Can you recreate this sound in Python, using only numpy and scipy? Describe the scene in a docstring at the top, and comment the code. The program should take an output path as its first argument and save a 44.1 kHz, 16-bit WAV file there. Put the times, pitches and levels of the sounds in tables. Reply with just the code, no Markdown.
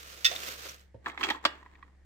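"""Hard plastic and capsule balls

Close up in a small room, a hard plastic piece clacks and rings in its modes while a hand slides with
a dry frictional hiss. After soft bumps on the table the hand rummages in a plastic tray of hollow
capsule balls: they rub and knock, one drops back against the tray, and the fingers tick on the one
picked out. Each impact excites damped free vibration. A low appliance hum lies underneath."""
import sys
import numpy as np
from scipy import signal
from scipy.fft import rfft, irfft, next_fast_len
from scipy.io import wavfile

SR = 44100
rng = np.random.default_rng(int(sys.argv[2]) if len(sys.argv) > 2 else 0)


def to_wav(sig):
    """Store sig (one row per channel, or 1-D mono) as 16-bit WAV at the path in sys.argv[1].

    Samples outside -1..1 are clipped; the rate is SR.
    """
    pcm = np.clip(np.atleast_2d(sig), -1, 1) * 32767
    pcm = np.round(pcm).astype(np.int16)
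    wavfile.write(sys.argv[1], SR, pcm.T)  # frames by channels


N = 90404
T = np.arange(N) / SR
HIT_T = T[:SR // 3]  # time since a contact, s

# Levels are relative. Hard contacts: t/s, level/dB
PIECE_CLACKS = [(.2462, -2), (.2516, 2.5), (.2622, -0.5), (.2705, -9), (.277, -15.5)]
TRAY_DROP = [(1.4511, -4), (1.452, -2), (1.4607, -11)]
# Contacts of varied hardness: t/s, level/dB, low-pass f/Hz, high-pass f/Hz, resonance f/Hz, pan/dB
CAPSULE_KNOCKS = [(1.0598, -3, 2000, 1100, 1700, 0), (1.0672, -4, 1500, 800, 1300, -2),
                  (1.072, -13, 900, 298, 312, 3), (1.0795, -15, 1390, 500, 1120, 0),
                  (1.0985, -16, 2800, 600, 2140, -7.5), (1.1165, -26, 3500, 500, 1700, 10),
                  (1.131, -18, 1300, 700, 1010, -1.5), (1.147, -20.5, 1410, 700, 1190, -3.5),
                  (1.1762, -7.5, 2320, 900, 2070, -1.5), (1.2052, -22, 14000, 2500, 12360, -3),
                  (1.2105, -6, 3100, 594, 1094, -4), (1.2308, -3, 3000, 1400, 2550, -16),
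                  (1.2366, 1.5, 8670, 1210, 2700, 0), (1.2455, -11, 6400, 605, 6900, -16.5),
                  (1.2885, -3, 3200, 900, 2300, 2.5), (1.3012, -4, 13600, 900, 1900, -6),
                  (1.3045, -7.5, 4600, 497, 3300, 2.5), (1.3078, -1.5, 3200, 450, 880, -7),
                  (1.347, -11.5, 1600, 600, 1050, 3), (1.415, -30.5, 1200, 800, 1050, -2.5),
                  (1.44, -22, 1520, 605, 1100, 12.5)]
TABLE_BUMPS = [(.3138, 4.5, 2580, 640, 734, -8), (.66, -3, 2560, 634, 1310, 0.5),
               (.9445, -4.5, 575, 79.5, 920, -4.5)]
FINGER_TAPS = [(1.627, -5.5, 1600, 605, 970, -9), (1.6605, -3, 2040, 600, 980, -3),
               (1.7535, -6.5, 3020, 1830, 2400, 3), (1.8265, 1, 2280, 900, 1130, -6)]
# Normal modes of each body: f/Hz, level/dB, T60/s
PIECE_MODES = [(1520, -20, .05), (1895, -6, .08), (2480, -17, .12), (2640, -7, .065), (3116, -12, .04),
               (3420, -6, .075), (3548, 1.5, .085), (3745, -6, .055), (4020, -7, .025), (4700, -12, .055),
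               (5000, -7, .055), (5730, -16, .16), (5830, -4, .04), (7500, -15, .07), (8680, -19, .045)]
CAPSULE_MODES = [(820, -13.5, .04), (1010, -4, 0.02), (1097, 0.5, 0.011), (1275, -3, 0.055),
                 (1700, 3.5, 0.015), (1840, 3.5, 0.017), (2400, -18, .03), (2620, -11, 0.024),
                 (3256, 1.5, 0.054), (4090, 3.5, 0.019)]
TRAY_MODES = [(309.6, -12.5, 0.1), (582, -2.5, 0.075), (875, -5, 0.078), (948, -5, 0.049), (1120, 5, 0.019),
              (1181, 9.5, 0.029), (1636, 9, 0.026), (1907, 1.5, 0.067), (2200, -13, .04), (2874, 6, 0.033),
              (3400, 1, 0.06), (3670, -12.5, 0.076), (4460, -21, .035), (5093, -15, 0.043)]
TABLE_MODES = [(82, -1, 0.16), (117, 3, 0.097), (245, -9.5, 0.1), (524, 3, 0.047), (700, -5, 0.024),
               (900, -13, 0.032)]
BALL_MODES = [(998, -5.5, 0.026), (1130, -2.5, 0.018), (1676, -5, 0.019), (1897, -0.5, 0.041),
              (2400, -8.5, 0.014), (3200, -20.5, 0.092)]
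# Spectral envelopes of impact, friction and air noise: f/Hz, level/dB
PIECE_SPECTRUM = [(200, -43), (900, -23.5), (1500, -3.5), (2600, -11), (3600, -7.5), (4400, -2),
                  (6000, -8.5), (8100, -18), (10500, -27.5), (13000, -18.5), (16000, -14.5)]
CAPSULE_SPECTRUM = [(88, -64.5), (150, -8.5), (361, 3), (601, -7), (854, 2), (1480, -9.5), (2650, -2.5),
                    (2920, -11), (3350, -7), (3700, -3), (7500, -19), (9500, -28), (14500, -14),
                    (16000, -31.5)]
TRAY_SPECTRUM = [(100, -45.5), (280, -3.5), (750, -5), (1200, -4), (2200, -3), (5000, -6.5), (5900, -21),
                 (7500, -20.5), (10500, -34), (15000, -36)]
TABLE_SPECTRUM = [(60, -9), (150, -11), (600, 0.5), (950, -16.5), (1200, -16.5), (4000, -7.5)]
SLIDE_SPECTRUM = [(59, -52.5), (100, -21.5), (129, -2.5), (166, -20), (266, -12), (500, -3), (872, -12.5),
                  (1360, -3), (1680, -5), (3320, -5.5), (6560, -8.5), (10500, -18), (15000, -11),
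                  (16000, -26)]
JOSTLE_SPECTRUM = [(120, -26), (200, -9.5), (300, 2), (600, -11.5), (1050, -0.5), (1450, -9.5),
                   (1850, -3.5), (2600, -15), (4000, -17.5), (5500, -25.5), (7500, -22), (10000, -39.5),
                   (15000, -32.5)]
AIR_SPECTRUM = [(20, 2.5), (35, 6.5), (50, 0.5), (100, -1), (200, -8.5), (350, -10.5), (850, -16.5),
                (1100, -23.5), (1400, -21.5), (1850, -12.5), (2500, -26), (4000, -29), (8000, -33.5),
                (16000, -53)]
# Friction envelopes of the sliding hand and the jostling balls: t/s, level/dB
SLIDE_ENVELOPE = [(0, -49), (.1, -48.5), (.235, -48), (.3, -41), (.35, -39), (.4, -41.5), (.43, -38),
                  (.455, -39), (.48, -38), (.53, -42), (.57, -46.5), (.62, -44.5), (.665, -42.5),
                  (.71, -45), (.75, -52.5), (.79, -59), (.83, -61.5), (.88, -73.5), (.95, -100)]
JOSTLE_ENVELOPE = [(1.0, -92), (1.04, -60.5), (1.08, -37.5), (1.12, -57.5), (1.165, -56.5), (1.21, -42.5),
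                   (1.25, -36), (1.28, -38), (1.32, -40.5), (1.36, -47.5), (1.405, -64.5), (1.44, -46),
                   (1.5, -54.5), (1.6, -58), (1.7, -63), (1.85, -65.5), (2.05, -83.5)]
# Brief resonant clicks: the first as the plastic piece is set down, the rest catches of the sliding hand: t/s,
# level/dB, resonance f/Hz
HAND_CATCHES = [(0.3137, -2, 5900), (0.3618, 6, 3620), (0.659, -11, 4750), (0.6941, -1, 5900),
                (0.808, -22, 7800)]
# Partials of the appliance hum: f/Hz, level/dB
HUM_PARTIALS = [(68.3, -59.5), (183, -75)]
# Coherence of the sound field: f/Hz, left-right correlation
COHERENCE = [(100, 0.33), (300, 0.78), (700, 0.13), (1500, 0.54), (4000, 0.15), (12000, .25)]

# Impact settings of each body; t60 (s) belongs to the dense ringing, detune is a relative spread
PIECE = dict(modes_db=-19, dense_db=-1.5, tick_db=-3, t60=0.048, detune=0,
             room_db=-11, pan_db=-2.5, lag_ms=-0.3)
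CAPSULE = dict(modes_db=-30, dense_db=-4.5, tick_db=-7.5, t60=0.043, detune=0.03,
               room_db=-12, pan_db=0.5, lag_ms=0.11)
TRAY = dict(modes_db=-23.5, dense_db=6, tick_db=-5, t60=0.04, detune=0,
            room_db=-15.5, pan_db=-2, lag_ms=0.13)
TABLE = dict(modes_db=-40.5, dense_db=-4, tick_db=-38, t60=0.092, detune=0,
             room_db=-8.5, pan_db=2, lag_ms=0.023)
BALL = dict(modes_db=-43, dense_db=-29.5, tick_db=-40, t60=0.036, detune=0.015,
            room_db=-34, pan_db=-0.5, lag_ms=0.05)


def plastic_piece():
    """Impact excitation: a quick run of hard contacts sets the piece ringing."""
    return hard_hits(PIECE_CLACKS, PIECE_MODES, PIECE_SPECTRUM, PIECE)


def capsules_in_tray():
    """Friction and collision: hollow balls rub and knock, and one drops, exciting the tray's modes."""
    rubbing = friction(JOSTLE_ENVELOPE, JOSTLE_SPECTRUM, slips_per_s=2100, spread_db=2.5, pan_db=-1)
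    knocks = soft_hits(CAPSULE_KNOCKS, CAPSULE_MODES, CAPSULE_SPECTRUM, CAPSULE)
    drop = hard_hits(TRAY_DROP, TRAY_MODES, TRAY_SPECTRUM, TRAY)
    return delay(rubbing, CAPSULE["lag_ms"]) + knocks + drop


def sliding_hand(pan_db=-1.5):
    """Stick-slip friction: a dry hiss, with a brief resonant burst wherever the hand catches."""
    out = friction(SLIDE_ENVELOPE, SLIDE_SPECTRUM, slips_per_s=9000, spread_db=0.5, pan_db=pan_db)
    for start, db, hz in HAND_CATCHES:
        catch = resonate(colour(burst(t60=0.02), SLIDE_SPECTRUM), hz, gain_db=19)
        add(out, start, from_db(db - 24) * pan(pan_db) * catch)
    return delay(out, lag_ms=-0.32)


def table_bumps():
    """Damped vibration: the table answers soft contacts with dull thuds."""
    return soft_hits(TABLE_BUMPS, TABLE_MODES, TABLE_SPECTRUM, TABLE)


def finger_ticks():
    """Shell vibration: fingers lightly excite the modes of the lifted ball."""
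    return soft_hits(FINGER_TAPS, BALL_MODES, CAPSULE_SPECTRUM, BALL)


def hard_hits(contacts, modes, spectrum, body):
    """Struck bodies: little sound comes out below half the lowest mode."""
    out = np.zeros((2, N))
    for start, db in contacts:
        add(out, start, from_db(db) * strike(modes, spectrum, **body))
    lowest_hz = modes[0][0]
    return signal.sosfilt(butterworth(lowest_hz / 2, "high", order=4), out + 1e-18)


def soft_hits(contacts, modes, spectrum, body):
    """Contact filtering: soft blows lose treble, glancing ones bass; each spot favours a resonance."""
    out = np.zeros((2, N))
    for start, db, top_hz, bass_hz, spot_hz, pan_db in contacts:
        contact_band = np.vstack([butterworth(top_hz, "low"), butterworth(bass_hz, "high")])
        hit = signal.sosfilt(contact_band, strike(modes, spectrum, **body))
        add(out, start, from_db(db) * pan(pan_db) * resonate(hit, spot_hz, gain_db=8.5))
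    return out


def strike(modes, spectrum, modes_db, dense_db, tick_db, t60, detune, room_db, pan_db, lag_ms):
    """Modal superposition: damped sinusoids, a tick and dense ringing, followed by room reflections."""
    ring = np.zeros(len(HIT_T))
    for k, (hz, db, mode_t60) in enumerate(modes):
        envelope = from_db(db + modes_db + rng.normal(0, 1) - 60 * HIT_T / mode_t60)
        detuned_hz = hz * (1 + detune * rng.normal())
        ring += (-1) ** k * envelope * np.sin(2 * np.pi * detuned_hz * HIT_T)
    tick = from_db(tick_db) * (HIT_T == 0)
    dense = from_db(dense_db) * burst(t60)
    direct = ring + colour(tick + dense, spectrum)
    reflected = signal.fftconvolve(direct, room_response(), axes=1)[:, :len(HIT_T)]
    return pan(pan_db) * delay(direct + from_db(room_db) * reflected, lag_ms)


def friction(envelope, spectrum, slips_per_s, spread_db, pan_db):
    """Shot noise: tiny slips of uneven size come in clumps, and sound duller as the pressure eases."""
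    clump_s, firm_rub_db = 0.0044, -52
    clump_db = 2 * np.interp(T / clump_s, np.arange(N), rng.standard_normal(N))
    slipping = rng.random(N) < slips_per_s / SR
    size_db = spread_db * np.minimum(rng.exponential(1, N), 4)
    slips = slipping * from_db(clump_db + size_db) * rng.standard_normal((2, N))
    hiss = rms_one(colour(widen(slips), spectrum))
    level_db = np.interp(T, *np.transpose(envelope))
    dull = signal.sosfiltfilt(butterworth(3200, "low"), hiss)
    treble_gain = from_db(0.35 * np.minimum(level_db - firm_rub_db, 0))
    return pan(pan_db) * (dull + treble_gain * (hiss - dull)) * from_db(level_db)


def resonate(x, hz, gain_db):
    """Resonance: the touched spot reinforces one narrow band."""
    return x + from_db(gain_db) * signal.lfilter(*signal.iirpeak(hz, Q=10, fs=SR), x)


def burst(t60, build_s=0):
    """Statistical decay: many close modes or reflections merge into exponentially dying noise."""
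    onset = 1 - np.exp(-HIT_T / (build_s + 1 / SR))
    envelope = onset * from_db(-60 * HIT_T / t60)
    return widen(rng.standard_normal((2, len(HIT_T)))) * envelope / np.linalg.norm(envelope)


def room_response(split_hz=2600, build_s=0.0046):
    """Reverberation: a small furnished room absorbs the treble first."""
    bass = signal.sosfilt(butterworth(split_hz, "low"), burst(t60=0.35, build_s=build_s))
    treble = signal.sosfilt(butterworth(split_hz, "high"), burst(t60=0.16, build_s=build_s))
    return bass + treble


def room_tone():
    """Line and continuous spectra: a low appliance hum in faint air noise."""
    hum = sum(np.sqrt(2) * from_db(db) * np.sin(2 * np.pi * (hz * T + rng.random()))
              for hz, db in HUM_PARTIALS)
    air = rms_one(colour(widen(rng.standard_normal((2, N))), AIR_SPECTRUM))
    return hum + from_db(-66.5) * air


def shadow(pair, corner_hz=4900, treble_db=-6.5):
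    """Acoustic shadow: sound from the right reaches the left microphone with less treble."""
    left, right = pair
    low = signal.lfilter(*signal.butter(1, corner_hz, fs=SR), left)
    return np.array([low + from_db(treble_db) * (left - low), right])


def widen(pair):
    """Partial coherence: two independent signals mix into left and right, most alike near 300 Hz."""
    size = pair.shape[-1]
    correlation = at_hz(COHERENCE, size)
    mid, side = irfft(rfft(pair) * np.sqrt([1 + correlation, 1 - correlation]), size)
    return np.array([mid + side, mid - side]) / np.sqrt(2)


def pan(db):
    """Level difference: left and right gains; positive values favour the left."""
    return from_db(np.array([[db], [-db]]) / 2)


def delay(pair, lag_ms):
    """Arrival-time difference: a positive lag delays the right side, a negative one the left."""
    lag = round(lag_ms * SR / 1000)
    return np.array([np.pad(x, (max(k, 0), 0))[:len(x)] for x, k in zip(pair, (-lag, lag))])


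def colour(x, spectrum):
    """Minimum-phase filtering: a causal response of unit energy follows the spectral envelope."""
    size = next_fast_len(x.shape[-1] + SR // 10, True)
    magnitude = rms_one(from_db(at_hz(spectrum, size)))
    cepstrum = irfft(np.log(magnitude), size)
    cepstrum[1:size // 2] *= 2  # fold onto positive time
    cepstrum[size // 2 + 1:] = 0
    response = np.exp(rfft(cepstrum))
    return irfft(rfft(x, size) * response, size)[..., :x.shape[-1]]


def butterworth(hz, kind, order=2):
    """Maximally flat filter, in second-order sections."""
    return signal.butter(order, hz, kind, fs=SR, output="sos")


def at_hz(points, size):
    """Interpolation in log frequency onto the bins of a transform."""
    hz, value = np.transpose(points)
    return np.interp(np.log(np.fft.rfftfreq(size, 1 / SR) + 1), np.log(hz), value)


def from_db(db):
    """Amplitude ratio of a level."""
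    return 10 ** (np.asarray(db) / 20)


def rms_one(x):
    """Normalisation to unit power."""
    return x / np.sqrt(np.mean(x ** 2) + 1e-20)


def add(out, start_s, sound):
    """Superposition of a sound from a given time on."""
    i = int(start_s * SR)
    out[:, i:i + sound.shape[-1]] += sound[:, :N - i]


def scene():
    """Linear superposition of all sources; the piece and the sliding hand lie to the right."""
    piece = plastic_piece()
    bumps = table_bumps()
    ticks = finger_ticks()
    return shadow(piece + sliding_hand()) + capsules_in_tray() + bumps + ticks + room_tone()


def record(dry):
    """Band limiting: an elliptic low-pass cuts the highest treble steeply."""
    return signal.sosfilt(signal.ellip(10, rp=0.2, rs=80, Wn=15900, fs=SR, output="sos"), dry)


dry = scene()
out = record(dry)
to_wav(out)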